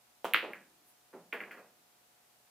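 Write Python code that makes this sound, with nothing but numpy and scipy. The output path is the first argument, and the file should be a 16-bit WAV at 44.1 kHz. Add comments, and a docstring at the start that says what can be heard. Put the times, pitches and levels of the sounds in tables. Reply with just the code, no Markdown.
"""A quiet, low room with a pool table. The cue tip knocks the cue ball, which clicks hard against
another ball. That ball bumps a cushion, kisses a third ball, thuds into the pocket jaw and rattles
down onto the balls lying there. Hard balls meet briefly and click; soft rubber gives way and thuds.
The knock and the clicks bounce off the ceiling, and every blow dies away in the room.
A faint hum and hiss lie under it all, and the cue swishes once as it slides back over the hand."""
import sys
import numpy as np
from scipy import signal
from scipy.fft import rfft, irfft
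from scipy.io import wavfile

SR = 44100
rng = np.random.default_rng(int(sys.argv[2]) if len(sys.argv) > 2 else 0)


def output_pcm(signal):
    """Save a mono or channel-first signal as 16-bit PCM at the path in sys.argv[1].

    Samples are clipped to [-1, 1] before scaling.
    """
    pcm = np.clip(np.atleast_2d(signal).T, -1, 1) * 32767
    wavfile.write(sys.argv[1], SR, np.round(pcm).astype(np.int16))


N = 110250
BLOW_SAMPLES = 32768  # length of one blow with its echoes
HZ = np.fft.rfftfreq(BLOW_SAMPLES, 1 / SR)
T = np.arange(BLOW_SAMPLES) / SR

# tone colour of the steady hiss: f/Hz, level/dB
HISS_COLOUR = [(25, -33), (45, -20), (62, -10.5), (80, -22.5), (100, -23.5), (120, -13), (190, -10.5),
               (260, -11.5), (400, -9), (600, -9), (780, -10.5), (1000, -9.5), (2300, -13), (6000, -15.5),
               (13000, -16), (16000, -17)]
# stereo width of the hiss: f/Hz, side against middle/dB
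HISS_WIDTH = [(60, -7.5), (180, -7), (550, -0.5), (1650, -1.5), (4970, 0), (15000, 0)]
# tones of the electric hum: f/Hz, level/dB
HUM_TONES = [(120, -90.5), (241, -92), (601, -90), (720, -81.5), (840, -85), (959, -89.5)]
# the knock straight from the cue tip: f/Hz, level/dB
TIP_COLOUR = [(60, -37.5), (200, -17), (400, -3), (560, 3.5), (720, -4), (890, 1.5), (1150, -20.5),
              (1700, -21), (3200, -22), (4500, -44), (9000, -42.5), (11500, -28), (16000, -36.5)]
# the knock as the shaft spreads it into the room: f/Hz, level/dB
SHAFT_COLOUR = [(60, -39), (180, -15), (330, -4), (550, -1.5), (1000, -5.5), (1450, -10.5), (1750, -16.5),
                (3100, -15.5), (4500, -29), (7000, -28.5), (14000, -31)]
# ringing tones of the shaft: f/Hz, level/dB, time to fade by 60 dB/s
SHAFT_TONES = [(508, -55.5, 0.47), (977, -56.5, .16), (1470, -56.5, .18), (3133, -58, 0.16)]
# the ceiling sends back mostly the middle pitches: f/Hz, level/dB
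CEILING_COLOUR = [(100, -8), (400, -8.5), (900, 3.5), (1400, 5.5), (2200, -5), (3200, -1.5), (6000, -7.5),
                  (15000, -4.5)]
# how long the room rings: f/Hz, time to fade by 60 dB/s
ROOM_FADE = [(120, 1.4), (250, 0.1557), (500, 0.365), (1000, 0.3457), (2000, 0.3034), (4000, 0.3553),
             (8000, 0.25), (14000, .24)]
# stereo width of the room's sound: f/Hz, side against middle/dB
ROOM_WIDTH = [(100, -19), (350, -28), (700, -15.5), (1400, -11.5), (2800, -6), (5500, -4.5), (14000, 0.5)]
# ball hits ball: t/s, level/dB, pitch/Hz, upper edge/Hz, treble ring/dB, treble sheen/dB,
# room/dB, room build-up/s, ceiling and wall echoes/dB, pocket echoes/dB
CLICKS = [(.3362, 15, 2586, 4350, -16, -27.5, 0.5, 0.0061, 1.5, -35),
          (0.5341, 0.5, 2230, 2880, -30.5, -35, -9, 0.013, -21, -13.5),
          (1.1300, -30, 2250, 2934, -18, -13, 4.5, 0.0029, -16, -20),
          (1.3259, 0, 2326, 3670, -40, -23.5, 2, 0.0021, -7.5, -2.5),
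          (1.4046, 0.5, 2220, 3020, -40, -31, -5, 0.0057, -13.5, -8.5),
          (1.4370, -4.5, 2250, 2900, -44, -40, -11, .007, -20, -14),
          (1.5102, -7, 2080, 3300, -42, -22, -0.5, .004, -18, -5),
          (1.572, -19, 1870, 3120, -40, -18, 5, 0.0049, -2, -4)]
# a click heard directly: multiple of its pitch, level/dB
CLICK_DIRECT = [(.04, -27.5), (.2, -26.5), (.45, -44), (.7, -8), (1, -2.5), (1.25, -12), (1.5, -19.5),
                (1.7, -24), (2.2, -37), (4, -52.5)]
# a click as sent into the room: multiple of its pitch, level/dB
CLICK_SPREAD = [(.04, -30), (.07, -30), (.11, -8), (.2, -13.5), (.32, -15.5), (.5, -7.5), (.73, -0.5),
                (1.05, -3), (1.3, -10.5), (1.65, -19), (2.1, -26.5), (3.3, -32.5), (6, -38.5)]
# thin treble peaks of a click: f/Hz, level/dB
TREBLE_RING = [(4000, -53.5), (8000, -20.5), (10000, -2.5), (11200, -12), (12600, 4), (14000, -2.5),
               (15000, -4), (16500, -19)]
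# fine treble that a click spreads through the room: f/Hz, level/dB
TREBLE_SHEEN = [(3000, -34), (4400, 0), (5800, -7.5), (8200, -6.5), (10000, -4), (11200, -4), (12600, 0),
                (14000, -3), (15000, -0.5), (16000, -10.5)]
# echoes from the table's rails: delay/s, level/dB
RAIL_ECHOES = [(.0018, -12), (.0107, -13), (.0116, -14)]
# echoes from the pocket walls: delay/s, level/dB
POCKET_ECHOES = [(.0029, 5.5), (.0042, -12.5), (.0069, -33), (.0127, -9.5)]
# echoes from the room's walls: delay/s, level/dB
WALL_ECHOES = [(.0184, -19), (.0226, -15.5), (.0249, -17), (.0274, -13)]
# tones that ring on in the room after a click: f/Hz, level/dB
ROOM_TONES = [(1254, -5), (1400, -1.5), (1486, -5.5), (1604, -4.5), (1842, 1), (1953, -1), (2064, -3),
              (2280, -3.5), (2431, -1.5), (2539, -1.5), (2620, -10.5), (2657, -3), (2832, -5.5), (3205, -6)]
# tones of the hollow pocket: f/Hz, level/dB
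POCKET_TONES = [(1096, -1.5), (1441, 2.5), (1646, 3), (1690, 7.5), (1711, 3.5), (1938, 4.5), (2029, -7),
                (2116, -3.5), (2334, -2), (2420, -4)]
# ball hits rubber or pocket lining: t/s, level/dB, pitch/Hz, room/dB, room build-up/s, frame ring/dB
THUDS = [(0.4298, 1.5, 515, 9, 0.0073, -40.5), (.4800, -4, 430.5, 5.5, .016, -42),
         (1.131, -17, 583, 12.5, 0.0031, -54), (1.1387, -6, 380, 9.5, 0.0055, -39.5),
         (1.3300, -2, 478, 9.5, 0.0098, -41), (1.4050, -11, 404, 13, 0.0037, -52),
         (1.4600, -18, 600, 11.5, 0.018, -56), (1.531, -15, 412, 10.5, 0.013, -53),
         (1.574, -13, 514, 10.5, 0.012, -45)]
# tone colour of a thud: multiple of its pitch, level/dB
THUD_COLOUR = [(.15, -37), (.22, -73), (.3, -28.5), (.45, -10), (.7, -4), (1, -3), (1.4, -8), (2.4, -14.5),
               (3.8, -21.5), (6, -36), (10, -43), (25, -53)]
# the shaft rubbing on skin: f/Hz, level/dB
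RUB_COLOUR = [(500, -10.5), (3000, -15), (7000, -8), (10000, 9.5), (14000, 8), (16000, -8)]

CUE_AT_S = .2451
CEILING_DELAY_S, REPEAT_DB = .00903, -18  # one trip up and back; change on each further trip
SLATE_DELAY_S, SLATE_DB = .0004, -4  # echo from the stone bed under the cloth
ROOM_TONES_DB, POCKET_TONES_DB, RING_ECHO_DB = -55.5, -49, -14.5


def amp(db):
    """Turns decibels into a factor to multiply by."""
    return 10 ** (np.asarray(db) / 20)


def curve(points, at):
    """Reads between a table's rows, giving each octave equal space."""
    f, value = np.transpose(points)
    return np.interp(np.log(at + 1e-9), np.log(f), value)


def noise(colour):
    """Two unrelated noises with the same tone colour, at an average power of 1."""
    white = rfft(rng.standard_normal((2, N)))
    coloured = irfft(white * amp(curve(colour, np.fft.rfftfreq(N, 1 / SR))), N)
    return coloured / np.sqrt(np.mean(coloured ** 2) + 1e-20)


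def hiss(db, top_hz):
    """An even hiss. Both ears share the middle signal; the side signal makes it wide."""
    hz = np.fft.rfftfreq(N, 1 / SR)
    mid, side = rfft(noise(HISS_COLOUR)) / np.sqrt(1 + (hz / top_hz) ** 120)
    side = side * amp(curve(HISS_WIDTH, hz))
    return amp(db) * irfft(np.array([mid + side, mid - side]), N)


def hum():
    """A faint electric hum made of a few steady tones."""
    t = np.arange(N) / SR
    return sum(amp(db) * np.sqrt(2) * np.sin(2 * np.pi * (hz * t + rng.random())) for hz, db in HUM_TONES)


def pulse(db):
    """Spectrum (the sound split by frequency) of the shortest tap with these levels."""
    log_gain = np.log(amp(db))
    mirrored = np.concatenate([log_gain, log_gain[-2:0:-1]])
    return np.exp(np.conj(signal.hilbert(mirrored)))[:len(HZ)]


def cue_knock(db, room_db, ceiling_db):
    """The leather tip gives a short hollow knock and sets the shaft ringing."""
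    tip, shaft = pulse(curve(TIP_COLOUR, HZ)), pulse(curve(SHAFT_COLOUR, HZ))
    ring = sum(amp(level - 60 * T / fade_s) * np.sin(2 * np.pi * hz * T)
               for hz, level, fade_s in SHAFT_TONES)
    reflections = amp(ceiling_db) * ceiling() + amp(room_db) * room(build_s=.0037)
    return amp(db) * (irfft(tip + shaft * reflections) + ring)


def delay(s):
    """Multiplying a spectrum by this makes its sound come s seconds later."""
    return np.exp(-2j * np.pi * HZ * s)


def to_right(db):
    """Left and right factors that make a sound this much louder on the right."""
    return amp([[-db / 2], [db / 2]])


def ceiling(left_lag_s=.00006):
    """Spectrum of sound bouncing between ceiling and table, weaker each time."""
    trip = delay(CEILING_DELAY_S)
    bounces = pulse(curve(CEILING_COLOUR, HZ)) * trip / (1 - amp(REPEAT_DB) * trip)
    return np.array([bounces * delay(left_lag_s), bounces]) * to_right(db=.6)


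def fade(t, fade_s):
    """A smooth fall that loses 60 dB every fade_s seconds."""
    return np.exp(-np.log(1000) * t / fade_s)


def room(build_s, early_db=-20.5, early_s=.02104):
    """Spectrum of countless echoes blurring into a tail; each pitch fades at its own speed."""
    hz, t, bands = signal.stft(rng.standard_normal((2, BLOW_SAMPLES)), SR, nperseg=512)
    for _ in range(3):  # smooth out the noise's chance peaks and dips
        even = signal.istft(bands / (abs(bands) + 1e-12), SR, nperseg=512)[1]
        bands = signal.stft(even, SR, nperseg=512)[2]
    fading = bands * fade(t, curve(ROOM_FADE, hz)[:, None])
    tail = signal.istft(fading, SR, nperseg=512)[1][:, :BLOW_SAMPLES] / even.std()
    build_up = 1 - np.exp(-(T / build_s) ** 4)
    shape = build_up * (1 + amp(early_db) * np.exp(-T / early_s))  # early echoes are a bit stronger
    strength = np.linalg.norm(shape * fade(T, curve(ROOM_FADE, 1000)))
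    mid, side = rfft(tail * shape) / strength
    side = side * amp(curve(ROOM_WIDTH, HZ))
    return np.array([mid + side, mid - side])


def ball_click(db, pitch_hz, edge_hz, ring_db, sheen_db, room_db, build_s, ceiling_db, pocket_db):
    """Two hard balls meet: a pulse of two or three waves, followed by its echoes."""
    contact = pulse(-10 * np.log10(1 + np.minimum((HZ / edge_hz) ** 20, 30)))  # weaker above the edge
    direct = pulse(curve(CLICK_DIRECT, HZ / pitch_hz))
    spread = pulse(curve(CLICK_SPREAD, HZ / pitch_hz))
    tail = room(build_s)
    near = direct * (1 + echoes(RAIL_ECHOES) + amp(pocket_db) * echoes(POCKET_ECHOES))
    far = spread * (amp(ceiling_db) * (ceiling() + echoes(WALL_ECHOES)) + amp(room_db) * tail)
    tones = amp(room_db + ROOM_TONES_DB) * ringing(ROOM_TONES, build_s, fade_s=.35)
    tones += amp(pocket_db + POCKET_TONES_DB) * ringing(POCKET_TONES, build_s, fade_s=.29)
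    ring = amp(ring_db) * pulse(curve(TREBLE_RING, HZ)) * to_right(db=4.5)
    ring *= 1 + amp(RING_ECHO_DB) * delay(CEILING_DELAY_S)
    ring *= (1 + amp(SLATE_DB) * delay(SLATE_DELAY_S)) / (1 + amp(SLATE_DB))
    sheen = amp(sheen_db) * pulse(curve(TREBLE_SHEEN, HZ)) * tail
    return amp(db) * irfft(contact * (near + far + tones) + ring + sheen)


def echoes(table):
    """Spectrum of single echoes: each surface sends back one late copy."""
    return sum(amp(db) * delay(s) for s, db in table)


def ringing(table, rise_s, fade_s):
    """Spectrum of tones that swell and die away."""
    tones = sum(amp(db) * np.sin(2 * np.pi * (hz * T + rng.random())) for hz, db in table)
    return rfft(tones * (1 - np.exp(-T / rise_s)) * fade(T, fade_s))


def soft_thud(db, pitch_hz, room_db, build_s, ring_db):
    """A soft blow, heard mostly through the room, shakes the table frame, which hums briefly."""
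    blow = pulse(curve(THUD_COLOUR, HZ / pitch_hz)) * (1 + amp(room_db) * room(build_s))
    frame = ringing([(pitch_hz, ring_db)], rise_s=.0038, fade_s=.17)
    return amp(db) * irfft(blow + frame)


def cue_slide(peak_s, half_length_s, db):
    """The shaft rubs back over the hand with a faint swish."""
    swell = np.exp(-((np.arange(N) / SR - peak_s) / half_length_s) ** 2 / 2)
    return amp(db) * noise(RUB_COLOUR) * swell


def add(mix, s, sound):
    """Mixes in a stereo sound, starting at s seconds."""
    part = mix[:, round(s * SR):][:, :sound.shape[1]]
    part += sound[:, :part.shape[1]]


def thin_bass(sound, cut_hz, leak_db):
    """Lets only a little of the deep bass through."""
    low_cut = signal.butter(6, cut_hz, "high", fs=SR, output="sos")
    return signal.sosfilt(low_cut, sound) + amp(leak_db) * sound


def scene():
    """All the blows, a little to the right, with the swish, hiss and hum."""
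    blows = np.zeros((2, N))
    add(blows, CUE_AT_S, cue_knock(db=8.52, room_db=1, ceiling_db=-2))
    for s, *settings in CLICKS:
        add(blows, s, ball_click(*settings))
    for s, *settings in THUDS:
        add(blows, s, soft_thud(*settings))
    blows = thin_bass(blows, cut_hz=135, leak_db=-22.5) * to_right(db=1)
    swish = cue_slide(peak_s=.893, half_length_s=.025, db=-66)
    return blows + swish + hiss(db=-69, top_hz=15300) + hum()


def record(dry):
    """Takes away the very highest treble, above 16200 Hz."""
    high_cut = signal.firwin(255, 16200, window=("kaiser", 9), fs=SR)
    return signal.oaconvolve(dry, high_cut[None], "same")


dry = scene()
out = record(dry)
output_pcm(out)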